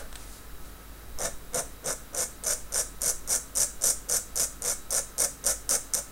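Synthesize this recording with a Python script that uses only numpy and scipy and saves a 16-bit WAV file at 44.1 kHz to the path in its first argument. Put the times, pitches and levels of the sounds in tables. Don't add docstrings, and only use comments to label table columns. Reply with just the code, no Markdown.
import sys
import numpy as np
from scipy import signal
from scipy.fft import rfft, irfft, next_fast_len
from scipy.io import wavfile
from scipy.ndimage import map_coordinates

SR = 44100
rng = np.random.default_rng(int(sys.argv[2]) if len(sys.argv) > 2 else 0)


def wrap_up_sound(samples):
    columns = np.atleast_2d(samples).T
    tamed = np.clip(columns, -1, 1)
    steps = np.round(tamed * 32767).astype(np.int16)
    wavfile.write(sys.argv[1], SR, steps)


N = 269451
TOP_HZ = 15800


def amp(db):
    return 10 ** (np.asarray(db) / 20)


def along(points, hz):
    f, v = np.transpose(points)
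    return np.interp(np.log(hz + 1), np.log(f + 1), v)


def wobble(rate):
    return map_coordinates(rng.standard_normal(int(N * rate / SR) + 4), [np.arange(N) * rate / SR])


def filtered(x, response):
    m = 2 * next_fast_len(N // 2 + SR // 2)
    h = response(np.fft.rfftfreq(m, 1 / SR))
    return irfft(rfft(x, m) * h / np.sqrt(np.mean(np.abs(h) ** 2)), m)[:N]


def minimum_phase(db):
    cepstrum = irfft(np.log(amp(db)))
    cepstrum[1:len(cepstrum) // 2] *= 2
    cepstrum[len(cepstrum) // 2 + 1:] = 0
    return np.exp(rfft(cepstrum))


def resonances(modes):
    return lambda f: sum(amp(db) * 1j * f * width / (hz * hz - f * f + 1j * f * width) * (-1) ** k
                         for k, (hz, width, db) in enumerate(modes))


def impulses(times, sizes):
    return np.bincount(np.round(np.asarray(times) * SR).astype(int), sizes, 2 * N)[:N]


def rasp(slips, rise_s, rebound_s=0.0025, rebound_db=-9):
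    t = np.arange(SR // 100) / SR
    burst = lambda age: np.maximum(age, 0) / rise_s * np.exp(1 - np.maximum(age, 0) / rise_s)
    envelope = burst(t) + amp(rebound_db) * burst(t - rebound_s)
    power = signal.fftconvolve(slips ** 2, envelope ** 2)[:N]
    return np.sqrt(np.abs(power)) * rng.choice([-1, 1], N)


# (frequency [Hz], relative spectral density [dB])
AIR_SPECTRUM = [(12, 7), (22, -1.5), (34, -9), (60, -8), (80, -12), (150, -15.5), (220, -16), (290, -18.5),
                (420, -18.5), (900, -25), (1400, -22), (2500, -31), (6000, -33), (15800, -30)]
# (frequency [Hz], level [dB])
HUM_LINES = [(50, -50), (274.5, -64), (1287, -64.5), (3892, -68.5)]
def background(air_db=-43, swell_db=3.5, waver_db=1.5, drift_rad=0.34):
    t = np.arange(N) / SR
    air = filtered(rng.standard_normal(N), lambda hz: amp(along(AIR_SPECTRUM, hz)))
    air /= np.sqrt(np.mean(air ** 2))
    rumble = signal.sosfiltfilt(signal.butter(2, 45, fs=SR, output="sos"), air)
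    hum = sum(amp(db + waver_db * wobble(12)) * np.sin(2 * np.pi * hz * t + drift_rad * wobble(14))
              for hz, db in HUM_LINES)
    swell = rumble * (amp(swell_db * wobble(4.5)) - 1)
    return amp(air_db) * (air + swell) + np.sqrt(2) * hum


# (frequency [Hz], time to decay by 60 dB [s])
ROOM_T60 = [(200, 0.14), (1000, 0.28), (5500, 0.34), (8300, 0.3), (11000, 0.32), (15000, 0.29)]
def room(x, tail_db=-7.5, hand_positions=5, delay_s=.003):
    wet = np.zeros(N + SR)
    for part in np.array_split(np.arange(N), hand_positions):
        hz, t, noise = signal.stft(rng.standard_normal(SR // 3), SR, nperseg=256)
        tail = signal.istft(noise * amp(-60 * t / along(ROOM_T60, hz)[:, None]), SR, nperseg=256)[1]
        reflections = signal.fftconvolve(x[part], tail / np.linalg.norm(tail))
        wet[part[0] + int(delay_s * SR):][:len(reflections)] += reflections
    return amp(tail_db) * wet[:N]


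def faint_ring(start_s=.64, ring_hz=9250, ring_db=-59, t60_s=0.6):
    age = np.maximum(np.arange(N) / SR - start_s, 0)
    envelope = amp(ring_db - 60 * age / t60_s) * (1 - np.exp(-age / .01))
    return envelope * np.sin(2 * np.pi * ring_hz * age + wobble(79))


# (time [s], level [dB])
HOLDER_CLICKS = [(.1275, -35.5), (0.1552, -33.5), (0.1582, -32)]
# (peak time [s], fade on either side [dB/s], level [dB])
SKIN_SWISHES = [(0, 450, -43), (.23, 130, -50.5), (.35, 174, -50), (.655, 230, -54.5)]
def hand(shift_db=-45, shift_t60_s=0.32):
    t = np.arange(N) / SR
    push = rng.standard_normal(N) * amp(shift_db - 60 * t / shift_t60_s)
    shift = filtered(push, resonances(PAD_MODES + [(1520, 360, -6)]))
    times, level_db = np.transpose(HOLDER_CLICKS)
    holder_modes = [(900, 780, 6), (1680, 520, 9.5), (3340, 1800, 4.5), (6460, 990, 2), (8100, 750, 7)]
    clicks = filtered(rasp(impulses(times, amp(level_db)), rise_s=0.00042), resonances(holder_modes))
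    skin_spectrum = [(500, -3), (3000, -10.5), (6500, -3.5), (10000, -3), (13000, -20)]
    swish = filtered(rng.standard_normal(N), lambda hz: amp(along(skin_spectrum, hz)))
    sliding = sum(amp(db - fade * np.abs(t - peak)) for peak, fade, db in SKIN_SWISHES)
    return shift + clicks + swish * sliding * amp(wobble(61))


# (frequency [Hz], bandwidth [Hz], relative level [dB])
PAD_MODES = [(147, 25.7, -9.5), (234, 68, -14.5), (489.4, 70.6, -2.5), (572, 65, -0.5), (653, 82, -3.5),
             (868, 113, -12.5), (1060, 128, -13.5)]
SHEET_MODES = [(1210, 216, -6.5), (1484, 208, 0.5), (1779, 90, -1), (2186, 160, -5), (2780, 340, -14.5),
               (3665, 430, -10.5)]
def paper(on_pad, on_nib, snags, weight):
    rub = weight * rng.standard_normal(N)
    pad_force = rasp(amp(20) * on_pad + amp(-23) * snags, rise_s=0.00058) + amp(-6) * rub
    on_sheet = on_pad ** (2 / 3) * on_nib ** (1 / 3)
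    sheet_force = rasp(amp(13.5) * on_sheet + amp(-27) * snags, rise_s=0.00084) + amp(-17) * rub
    return filtered(pad_force, resonances(PAD_MODES)) + filtered(sheet_force, resonances(SHEET_MODES))


# (frequency [Hz], relative level [dB])
NIB_DIRECT = [(1000, -61), (2800, -21.5), (4300, -16.5), (5400, -3), (7500, -4.5), (9200, -1.5),
              (11600, -7.5), (12700, -12.5), (15800, -20.5)]
NIB_DIFFUSE = [(1000, -58), (4300, -20), (5900, -3), (7200, 1), (8900, 1), (9900, -4.5), (11600, -15.5),
               (15800, -16.5)]
# (frequency [Hz], bandwidth [Hz], gain [dB])
NIB_MODES = [(6110, 750, 9), (6390, 65, -37), (6630, 350, 5), (7140, 160, 9), (7630, 150, 5.5),
             (8000, 300, -4.5), (8390, 250, 8.5), (9016, 230, 10.5), (9460, 280, -5.5), (11360, 110, 8.5),
             (14150, 250, 3.5)]
def nib(force):
    peaks_db = lambda f: sum(db / (1 + (2 * (f - hz) / width) ** 2) for hz, width, db in NIB_MODES)
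    direct = filtered(force, lambda f: minimum_phase(along(NIB_DIRECT, f) + peaks_db(f)))
    diffuse = filtered(force, lambda f: minimum_phase(along(NIB_DIFFUSE, f)))
    return direct, diffuse


def tip_friction(on_nib, snags, slip_db=24, snag_db=-4.5, click_db=10, drag_db=-19, spread_s=0.0021):
    kicks = amp(slip_db) * on_nib + amp(snag_db) * snags
    dispersion = lambda hz: np.exp(-2j * np.pi * spread_s * hz * (1 - hz / (2 * TOP_HZ)))
    click = amp(click_db) * filtered(kicks, dispersion)
    skid = rasp(kicks, rise_s=0.00055)
    drag = rasp(amp(slip_db + drag_db) * on_nib, rise_s=0.0026)
    return click + skid + drag


def with_fizz(friction, snags, db_per_db=0.39, fizz_db=-1.5, crack_db=-5):
    starts, *_, nib_db, _ = np.transpose(STROKES)
    effort_db = np.interp(np.arange(N) / SR, starts, nib_db + 25)
    fizz = (amp(fizz_db + db_per_db * effort_db) - 1) * friction
    cracks = amp(crack_db) * rasp(snags, rise_s=0.00057)
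    highpass = signal.butter(2, 10300, "high", fs=SR, output="sos")
    return friction + signal.sosfiltfilt(highpass, fizz + cracks)


HOLD_S, HELD_SHARE = .0045, 0.35
def stroke_snags(start, bite, end, landing_db, bite_db, nib_db, early_gap_s=.0085, late_gap_s=.021):
    spacing, scatter = np.clip(rng.standard_normal((2, 2, 16)), -1.5, 1.5)
    steps = np.cumsum(np.exp(.28 * spacing), axis=1)
    early, late = start + early_gap_s * steps[0], bite + late_gap_s * steps[1]
    early_db = np.interp(early, [start, bite], [landing_db, bite_db - 5.5]) + 0.5 * scatter[0]
    late_db = nib_db + 7 + 0.5 * scatter[1]
    landing, running = early < bite - HOLD_S, late < end - HOLD_S
    times = np.r_[start, bite, early[landing], late[running]]
    return times, np.r_[landing_db, bite_db, early_db[landing], late_db[running]]


def stroke_slips(start, bite, end, snag_times, pace, touch_db=-6, skim_db=-2, lift_db=-10, scatter_db=2):
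    t = np.arange(start, start + 1.15 * (end - start), 1 / SR)
    progress = (t - start) / (end - start)
    rate_hz = pace * (155 + 325 * np.minimum(progress / .8, 1) ** 1.3)
    spacing, scatter = np.clip(rng.standard_normal((200, 2)), -1.7, 1.7).T
    fibres = np.cumsum(np.exp(.33 * spacing)) - 1
    travel = np.cumsum(rate_hz) / SR
    met = fibres < travel[-1]
    i = np.searchsorted(travel, fibres[met])
    touching = np.maximum(1 - progress[i] / 0.37, 0)
    lifting = np.maximum(progress[i] - 0.85, 0) / 0.14
    pressure_db = touch_db * touching + lift_db * lifting + skim_db * (t[i] < bite)
    size = amp(pressure_db + scatter_db * scatter[met]) * rate_hz[i] ** -.2
    until_snag = snag_times[:, None] - t[i]
    held = np.any((until_snag > -.001) & (until_snag < HOLD_S), axis=0)
    size[held] *= HELD_SHARE
    return t[i], size * np.sqrt((end - start) / np.sum(size ** 2))


# (start time [s], bite time [s], end time [s],
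# landing level [dB], bite level [dB], nib level [dB], pad level [dB])
STROKES = [(1.1873, 1.2043, 1.28, -25.5, -23, -29.5, -30.5), (1.534, 1.5445, 1.609, -47, -17, -27.5, -29.5),
           (1.843, 1.8605, 1.932, -43, -19.5, -29, -31.5), (2.133, 2.178, 2.246, -41, -18.5, -26.5, -34),
           (2.4372, 2.473, 2.542, -23.5, -18.5, -25, -34), (2.722, 2.7436, 2.821, -25.5, -16, -25.5, -34.5),
           (3.009, 3.0176, 3.113, -35, -16, -24, -36.5), (3.275, 3.302, 3.371, -39, -16.5, -23, -36),
           (3.5526, 3.571, 3.648, -22, -13, -22.5, -36.5), (3.812, 3.837, 3.92, -29, -21, -21, -36.5),
           (4.0866, 4.0967, 4.183, -39, -15, -23, -36.5),
           (4.3574, 4.397, 4.452, -18.5, -11.5, -23.5, -36.5), (4.621, 4.64, 4.731, -21.5, -23, -25.5, -35),
           (4.906, 4.925, 5, -20, -15, -24.5, -34.5), (5.1811, 5.202, 5.26, -18.5, -11, -23.5, -33.5),
           (5.4403, 5.4645, 5.524, -27.5, -11.5, -23, -33.5),
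           (5.6919, 5.7096, 5.766, -14.5, -9.5, -22.5, -32.5),
           (5.936, 5.949, 6.001, -13, -11, -28.5, -37.5)]
def pen(lead_s=0.02, lag_s=0.018):
    t = np.arange(N) / SR
    on_nib, on_pad, weight, snags = np.zeros((4, N))
    for start, bite, end, landing_db, bite_db, nib_db, pad_db in STROKES:
        snag_times, snag_db = stroke_snags(start, bite, end, landing_db, bite_db, nib_db)
        snags += impulses(snag_times, amp(snag_db))
        pace = amp(.4 * (nib_db + 23))
        times, sizes = stroke_slips(start, bite, end, snag_times, pace)
        on_nib += impulses(times, sizes * amp(nib_db))
        on_pad += impulses(times, sizes * amp(pad_db))
        knots = [start - lead_s, start + 0.25 * (end - start), start + 0.56 * (end - start), end + lag_s]
        weight += amp(pad_db) * np.interp(t, knots, [0, 1, 1, 0])
    scratch = with_fizz(tip_friction(on_nib, snags), snags)
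    body = paper(on_pad, on_nib, snags, weight)
    direct, diffuse = nib(scratch)
    return body + direct, body + diffuse


def scene():
    direct, diffuse = pen()
    handling = hand() + faint_ring()
    return (direct + handling + room(diffuse + handling) + background())[None]


def record(dry):
    return irfft(rfft(dry) * (np.fft.rfftfreq(N, 1 / SR) < TOP_HZ), N)


dry = scene()
out = record(dry)
wrap_up_sound(out)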